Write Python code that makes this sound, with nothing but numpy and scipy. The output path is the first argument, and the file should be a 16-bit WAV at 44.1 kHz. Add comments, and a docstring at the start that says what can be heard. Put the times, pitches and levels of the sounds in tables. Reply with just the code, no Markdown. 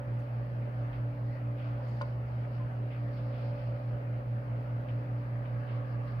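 """Workshop fan with a beating hum

A three-blade fan on a six-pole mains motor runs in a workshop, heard by a hand-held pair of microphones.
The iron hums at twice the mains rate and beats slowly with the sixth shaft order; blade tones sit in the
air rush, which is shaped noise. A probe ticks on a metal chassis and rings its modes; knocks and rustles
are noise bursts, pings and a far engine are sines. Late on, the microphones swing away from the chassis."""
import sys
import numpy as np
from scipy import signal
from scipy.io import wavfile
from scipy.ndimage import uniform_filter1d

SR = 44100
rng = np.random.default_rng(int(sys.argv[2]) if len(sys.argv) > 2 else 0)


def pcm_store(signal):
    """Save signal as 16-bit PCM."""
    levels = np.round(np.clip(np.atleast_2d(signal), -1, 1) * 32767)
    wavfile.write(sys.argv[1], SR, levels.astype(np.int16).T)


N = 273408
TIME = np.arange(N) / SR
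HALF_EACH_WAY = np.array([[[.5]], [[-.5]]])  # splits a left-minus-right difference between the channels


def amp(db):
    """Decibel law: a level in dB becomes an amplitude ratio."""
    return 10 ** (np.asarray(db) / 20)


def evened(x):
    """Normalisation: scale to an rms of one."""
    return x / np.sqrt(np.mean(x ** 2) + 1e-20)


def read(points, hz):
    """Logarithmic frequency axis: a spectrum table is joined by straight lines on it."""
    f, value = np.transpose(points)
    return np.interp(np.log(hz + 1), np.log(f + 1), value)


def curve(rows, t=TIME):
    """Linear interpolation: the columns of a table over time."""
    s, *columns = np.transpose(rows)
    return [np.interp(t, s, c) for c in columns]


def wander(rate_hz, count):
    """Slow fluctuation: 16 sines of random phase up to rate_hz sum to curves of rms 1."""
    t = TIME[::64]
    f = np.geomspace(rate_hz / 16, rate_hz, 16)
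    starts = rng.random((count, 16))
    slow = [evened(np.sin(2 * np.pi * (f * t[:, None] + p)) @ f ** -.5) for p in starts]
    return np.array([np.interp(TIME, t, w) for w in slow])


def noise(gain, same, size=1024):
    """Partly coherent noise: gain(hz, s) shapes short-time spectra, same(hz) is left-right likeness."""
    hop = size // 4
    frames = N // hop + 5
    hz = np.fft.rfftfreq(size, 1 / SR)[:, None]
    a, b, c, d = rng.standard_normal((frames, size // 2 + 1, 4)).T
    left, other = a + 1j * b, c + 1j * d
    like = np.clip(same(hz), -1, 1)
    right = like * left + np.sqrt(1 - like ** 2) * other
    spectra = np.array([left, right]) * gain(hz, np.arange(frames) * hop / SR)
    return signal.istft(spectra, nperseg=size, noverlap=size - hop)[1][:, :N]


def swing(t):
    """Change of aspect: how far the microphones have turned away from the chassis, 0-1."""
    return np.clip((t - 5.2) / 0.35, 0, 1)


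# speed of the fan shaft; columns: time_s, turns_per_s
SHAFT_SPEED = [(0.0, 19.257), (0.62, 19.245), (1.24, 19.236), (1.86, 19.267), (2.48, 19.221), (3.1, 19.241),
               (3.72, 19.215), (4.34, 19.201), (4.96, 19.168), (5.58, 19.163), (6.2, 19.227)]


def shaft_angle():
    """Phase is the integral of frequency: shaft angle in radians."""
    return 2 * np.pi * np.cumsum(curve(SHAFT_SPEED)[0]) / SR


# far engine that speeds up; columns: time_s, pitch_hz, level_db
ENGINE_GLIDE = [(.6, 52.6, -75.5), (.9, 52.8, -47.5), (1.2, 55.1, -68), (1.55, 60.5, -59.5),
                (1.9, 63.5, -59), (2.25, 70.3, -49), (2.5, 69.7, -64), (2.8, 72, -63), (3.0, 73.4, -79)]


def engine():
    """Periodic firing: a low tone from outside, gliding mostly upward."""
    hz, db = curve(ENGINE_GLIDE)
    tone = np.cos(2 * np.pi * np.cumsum(hz) / SR)
    return np.sqrt(2) * amp(db) * tone * amp([[-.7], [.7]])


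# colour of the air rush, relative; columns: freq_hz, density_db (per Hz)
AIR_SPECTRUM = [(25, -21), (40, -3), (58, -4), (80, -13), (105, -4), (140, -4), (200, -8.5), (380, -12.5),
                (545, -7), (580, -2.5), (612, -7), (760, -12.5), (1250, -14), (2000, -20.5), (2900, -29),
                (3450, -37), (5600, -48.5), (7500, -56)]
# coherence of the rush between the microphones; columns: freq_hz, likeness (-1 to 1)
AIR_LIKENESS = [(60, 0.93), (96, 0.21), (150, 0.9), (250, 0.94), (390, 0.68), (630, 0.3), (1010, -0.46),
                (1620, -0.36), (2600, 0.11)]
# balance of the rush; columns: freq_hz, left_minus_right_db
AIR_TILT = [(60, -8), (91, -2.5), (140, 0), (210, -3.5), (320, 2), (490, -0.5), (740, -6.5), (1130, 0.5),
            (1710, 5), (2600, 2.5)]
# bands of the rush that stand out after the swing; columns: centre_hz, width_hz, boost_db
SWUNG_BANDS = [(1160, 74, 6.5), (1650, 55, 5.5)]


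def air(level_db=-47.5, patchy_db=1.72, swell_db=.5, blade_depth=0.045):
    """Broadband turbulence: a patchy rush through the guard, lightly chopped by each passing blade."""
    patches = rng.standard_normal((N // 512 + 5, 1025)).T
    patches = uniform_filter1d(patches, size=14, axis=0)  # along frequency
    patches = evened(uniform_filter1d(patches, size=6, axis=1))  # along time

    def gain(hz, s):
        bands = sum(db * np.exp(-((hz - f) / width) ** 2 / 2) for f, width, db in SWUNG_BANDS)
        mono_db = read(AIR_SPECTRUM, hz) + swing(s) * bands + patchy_db * patches
        return amp(mono_db + HALF_EACH_WAY * read(AIR_TILT, hz))

    def likeness(hz):
        return np.where(hz > 2800, .05, read(AIR_LIKENESS, hz))

    rush = evened(noise(gain, likeness, size=2048))
    chop = 1 + blade_depth * np.cos(3 * shaft_angle())  # three blades a turn
    return amp(level_db + swell_db * wander(12.0, count=1)) * chop * rush


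# puffs of thin rustle, level before the channel balance; columns: start_s, hold_s, level_db
RUSTLE_PUFFS = [(0.184, .02, -79), (0.466, 0.05, -83), (0.728, .02, -81), (0.922, 0.027, -81),
                (1.24, .1, -79), (1.56, 0.27, -79.5), (1.822, 0.27, -74.5), (2.25, .08, -80),
                (2.495, .05, -76.5), (2.74, 0.028, -81), (2.9, .12, -80), (3.106, 0.27, -73),
                (3.395, 0.078, -73.5), (3.54, 0.11, -73.5), (3.736, 0.15, -80), (4.87, .03, -79),
                (5.22, .1, -85), (5.45, .04, -80), (5.697, 0.045, -76.5), (5.83, 0.08, -75),
                (6.05, 0.054, -74.5)]


def rustle(centre_hz=4600, width_hz=520, skirt_db=-18, uneven_db=1.5, bed_db=-82, rise_s=0.027, t60_s=0.31):
    """Addition of powers: puffs of wide-skirted band noise rise, hold and die over a faint bed."""
    def gain(hz, s):
        off = (hz - centre_hz) / width_hz
        return np.exp(-off ** 2 / 2) + amp(skirt_db) / (1 + (off / 2.5) ** 2)

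    power = amp(bed_db) ** 2
    for at, hold_s, db in RUSTLE_PUFFS:
        fade_db = -60 * np.maximum(TIME - at - rise_s - hold_s, 0) / t60_s
        rise = np.clip((TIME - at) / rise_s, 0, 1)
        power = power + (rise * amp(db + fade_db)) ** 2
    balance_db = np.array([[-1.5], [3.5]])  # stronger on the right
    level = np.sqrt(power) * amp(uneven_db * wander(25.0, count=1) + balance_db)
    return level * evened(noise(gain, lambda hz: 0.045 + 0 * hz, size=512))


# soft knocks and brushes in the room, levels relative to one another;
# columns: start_s, level_db, centre_hz, spread_octaves, t60_s, left_minus_right_db
ROOM_KNOCKS = [(.185, -74, 6000, 1.1, 0.23, 4), (.924, -54.5, 2000, 0.53, 0.25, 1.5),
               (1.56, -57, 2280, 0.39, 1.04, 2), (1.86, -80, 6480, .3, 0.89, 9),
               (2.444, -52, 1800, 0.32, 0.079, 7), (2.9, -54, 2280, .35, 0.42, 0.5),
               (3.16, -63, 2770, .4, .5, 3), (3.3, -60, 2450, 0.4, 1.4, 0.5),
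               (3.57, -61.5, 2270, 0.34, 0.64, 2.5), (4.883, -53.5, 2500, .35, 0.14, 0),
               (5.45, -57.5, 2200, 0.5, 0.21, 4), (5.66, -56.5, 2320, 0.4, 0.92, -2.5),
               (6.07, -62, 2500, .5, 0.2, 3)]


def knocks(rise_share=0.031):
    """Reverberant decay: each knock is a burst of noise round its centre, rising in a share of its t60."""
    def gain(hz, s):
        total = 0
        for at, db, centre_hz, octaves, t60, pan_db in ROOM_KNOCKS:
            age, rise_s = s - at, rise_share * t60
            fade = amp(-60 * np.maximum(age - rise_s, 0) / t60)
            shape = np.clip(age / rise_s, 0, 1) * fade
            colour = np.exp(-(np.log2((hz + 1) / centre_hz) / octaves) ** 2 / 2)
            colour = colour / np.linalg.norm(colour)  # a wide knock is no stronger than a narrow one
            total = total + amp(db + HALF_EACH_WAY * pan_db) * colour * shape
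        return total

    return noise(gain, lambda hz: 0.17 + 0 * hz, size=256)


# a small object rings softly, level before rise and balance; columns: start_s, level_db, pitch_hz, t60_s
SOFT_PINGS = [(2.598, -46.5, 1030, 0.19), (2.633, -49, 1017, 0.074)]


def pings(rise_s=0.01):
    """Free damped vibration: single soft tones swell quickly and die."""
    out = np.zeros(N)
    for at, db, hz, t60 in SOFT_PINGS:
        age = np.maximum(TIME - at, 0)
        envelope = amp(db - 60 * age / t60) * np.minimum(age / rise_s, 1)
        out = out + envelope * np.sin(2 * np.pi * hz * age)
    return out * amp([[1.5], [-1.5]])


# the probe tip lands and bounces, relative level; columns: start_s, level_db, treble_lift_db
PROBE_TICKS = [(2.0112, -33.5, -13), (2.016, -44.5, 21)]
# modes of the chassis, relative level before the treble lift; columns: mode_hz, level_db, t60_s
CHASSIS_MODES = [(500, -9, 0.11), (577, -6.5, 0.15), (900, 1, 0.057), (1069, 0, 0.045), (1430, -1, 0.036),
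                 (2235, -10, 0.033), (2980, -11, 0.025), (3700, -26, 0.019), (4700, -17.5, 0.016),
                 (5670, -29, 0.014)]


def probe(crack_db=-14, tail_db=-13, rise_s=0.0011):
    """Modal excitation: the tip grates and rings the chassis modes; a short dull room tail follows."""
    out, t = np.zeros((2, N)), np.arange(SR // 4) / SR
    late = t - np.array([[0], [.0002]])  # the right port hears the ring later
    for at, db, lift_db in PROBE_TICKS:
        ring = 0
        for k, (hz, level, t60) in enumerate(CHASSIS_MODES):
            sense = (-1) ** k  # neighbouring modes start in opposite sense at the point of contact
            mode_db = level + (hz > 3400) * lift_db - 60 * t / t60
            ring = ring + sense * amp(mode_db) * np.sin(2 * np.pi * hz * late)
        grit = signal.lfilter([1], [1, -1.5, .62], rng.standard_normal((2, len(t))))  # dull noise
        crack = amp(crack_db + lift_db / 2 - 60 * t / 0.039) * evened(grit)
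        tick = amp(db) * (ring + crack) * np.minimum(t / rise_s, 1) * amp([[1.5], [-1.5]])
        first = round(at * SR)
        out[:, first:first + len(t)] += tick
    tail = rng.standard_normal((2, len(t))) * amp(-60 * t / 0.22) * (t > .006)
    tail = signal.lfilter([1], [1, -.85], tail)  # walls swallow the treble
    tail = tail / np.linalg.norm(tail[0])
    return out + amp(tail_db) * signal.oaconvolve(out, tail, axes=1)[:, :N]


# sixth shaft order, which sets the depth of the beat, before the channel balance; columns: time_s, level_db
SIXTH_ORDER = [(0.0, -41), (0.52, -48.5), (1.03, -42.5), (1.55, -45.5), (2.07, -58.5), (2.33, -46.5),
               (2.58, -51), (2.84, -46), (3.36, -50), (3.62, -43.5), (4.13, -45), (4.39, -40.5),
               (4.65, -46.5), (4.91, -41.5), (5.3, -49.5), (5.7, -43), (6.2, -50)]


def beating_hum(hum, shaft, hum_hz, level_db=-35, lead_cycles=-0.34, port_s=0.000085):
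    """Beating: the steady iron hum and the nearby sixth shaft order drift in and out of step."""
    lag = np.array([[0], [1]]) * 2 * np.pi * port_s * hum_hz  # sound reaches the right port later
    iron = amp(level_db) * np.cos(hum - lag)
    # the sixth order's phase relative to the hum at the start is lead_cycles
    sixth = amp(curve(SIXTH_ORDER)[0]) * np.cos(6 * shaft + 2 * np.pi * lead_cycles - lag)
    balance_db = [[-1], [1]] * (0.42 + .7 * swing(TIME))  # the swing favours the right port
    return (iron + sixth) * amp(balance_db)


# blade and shaft tones, mean levels; the multiple of shaft speed is rounded to a whole one for pitch;
# columns: multiple, left_db, right_db
SHAFT_ORDERS = [(3, -58.5, -54.5), (9, -73.5, -65), (11, -62.5, -63), (12.3, -59.5, -61.5),
                (13, -64.5, -66), (15, -54.0, -55.5), (21.2, -71, -69), (23, -72, -70.5), (24, -72, -74),
                (25, -71.5, -75.5), (27, -60, -60), (28, -77, -70), (29.2, -73.5, -71), (30, -63.5, -58),
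                (30.46, -70, -64.5), (33, -66, -66), (36.4, -80, -75.5), (39, -66.5, -66),
                (42, -80.5, -68.5), (45, -69, -64.5), (48, -87, -82), (62.78, -69.5, -74.5)]
# hum chopped by the rotor, at hum + rounded multiple of shaft speed; columns: multiple, left_db, right_db
HUM_SIDEBANDS = [(1, -73.5, -67.5), (2, -58.5, -61.5), (5, -69, -59), (7, -64, -66.5), (9, -71, -69.5),
                 (12, -79, -73), (17, -74.5, -69.5), (21, -85, -78.5), (22, -71.5, -64.5),
                 (24.2, -66.5, -61.5), (26, -80.5, -63.5), (30, -92, -76)]
# slow swell of the fifth blade tone about its mean; columns: time_s, swell_db
FIFTH_SWELL = [(0.0, -2), (0.2, -0.5), (0.36, -6), (0.65, -2), (0.95, 2), (1.7, 1), (2.7, -4), (3.05, 2),
               (3.35, -0.5), (3.5, 0.5), (4.75, -2), (5.15, 2), (6.05, -0.5), (6.2, -11)]
# slow swell of the ninth and tenth blade tones about their mean; columns: time_s, swell_db
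TENTH_SWELL = [(0.0, 2.5), (0.6, -2.5), (1.4, -1), (2.0, -2), (2.8, -3), (3.3, 5.5), (4.0, 3.5), (4.8, 1),
               (5.4, -0.5), (5.8, 4.5), (6.2, -4)]


def motor(hum_hz=119.954, waver_db=1.5, waver_rad=0.15, flutter_rad=0.0067):
    """Modulation: beating hum, shaft orders and sum tones; turbulence makes each weak tone waver."""
    shaft, hum = shaft_angle(), 2 * np.pi * hum_hz * TIME
    out = beating_hum(hum, shaft, hum_hz)
    tones = [(0, *row) for row in SHAFT_ORDERS] + [(1, *row) for row in HUM_SIDEBANDS]
    drift = wander(9.0, count=2 * len(tones))
    start = rng.random((len(tones), 2))
    ninth_tenth = curve(TENTH_SWELL)[0]
    swells = {5: curve(FIFTH_SWELL)[0], 9: ninth_tenth, 10: ninth_tenth}
    for k, (on_hum, order, left_db, right_db) in enumerate(tones):
        blade_tone = 0 if on_hum else round(order) / 3
        swell_db = waver_db * drift[2 * k + 1]
        if blade_tone in swells:
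            swell_db = swell_db + swells[blade_tone]
        wobble = (waver_rad + flutter_rad * order) * drift[2 * k]  # high orders blur more
        angle = on_hum * hum + round(order) * shaft + 2 * np.pi * start[k, 0] + wobble
        apart = (start[k, 1] - .5) * order * .08  # room paths scatter the high tones between the ports
        out = out + amp([[left_db], [right_db]] + swell_db) * np.cos(angle - [[0], [apart]])
    return np.sqrt(2) * out  # levels are rms


def scene():
    """Superposition: all sources add at the two microphones."""
    return engine() + air() + rustle() + knocks() + pings() + probe() + motor()


# colour of the microphone noise, relative; columns: freq_hz, density_db (per Hz)
HISS_SPECTRUM = [(3000, -24), (7000, -11), (9000, -3), (11500, 3.5), (15700, 0.5)]


def record(dry, hiss_db=-80.5, edge_hz=15720):
    """Band limiting: the microphones lose the deepest bass and add hiss; then the treble is cut off."""
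    bass_cut = signal.butter(N=3, Wn=42, btype="high", fs=SR, output="sos")
    thin = signal.sosfilt(bass_cut, dry)

    def gain(hz, s):
        return amp(read(HISS_SPECTRUM, hz)) * (hz > 2000)

    hiss = amp(hiss_db) * evened(noise(gain, lambda hz: .05 + 0 * hz))
    band_limit = signal.firwin(1023, edge_hz, window=("kaiser", 9), fs=SR)
    return signal.oaconvolve(thin + hiss, band_limit[None], "same")


dry = scene()
out = record(dry)
pcm_store(out)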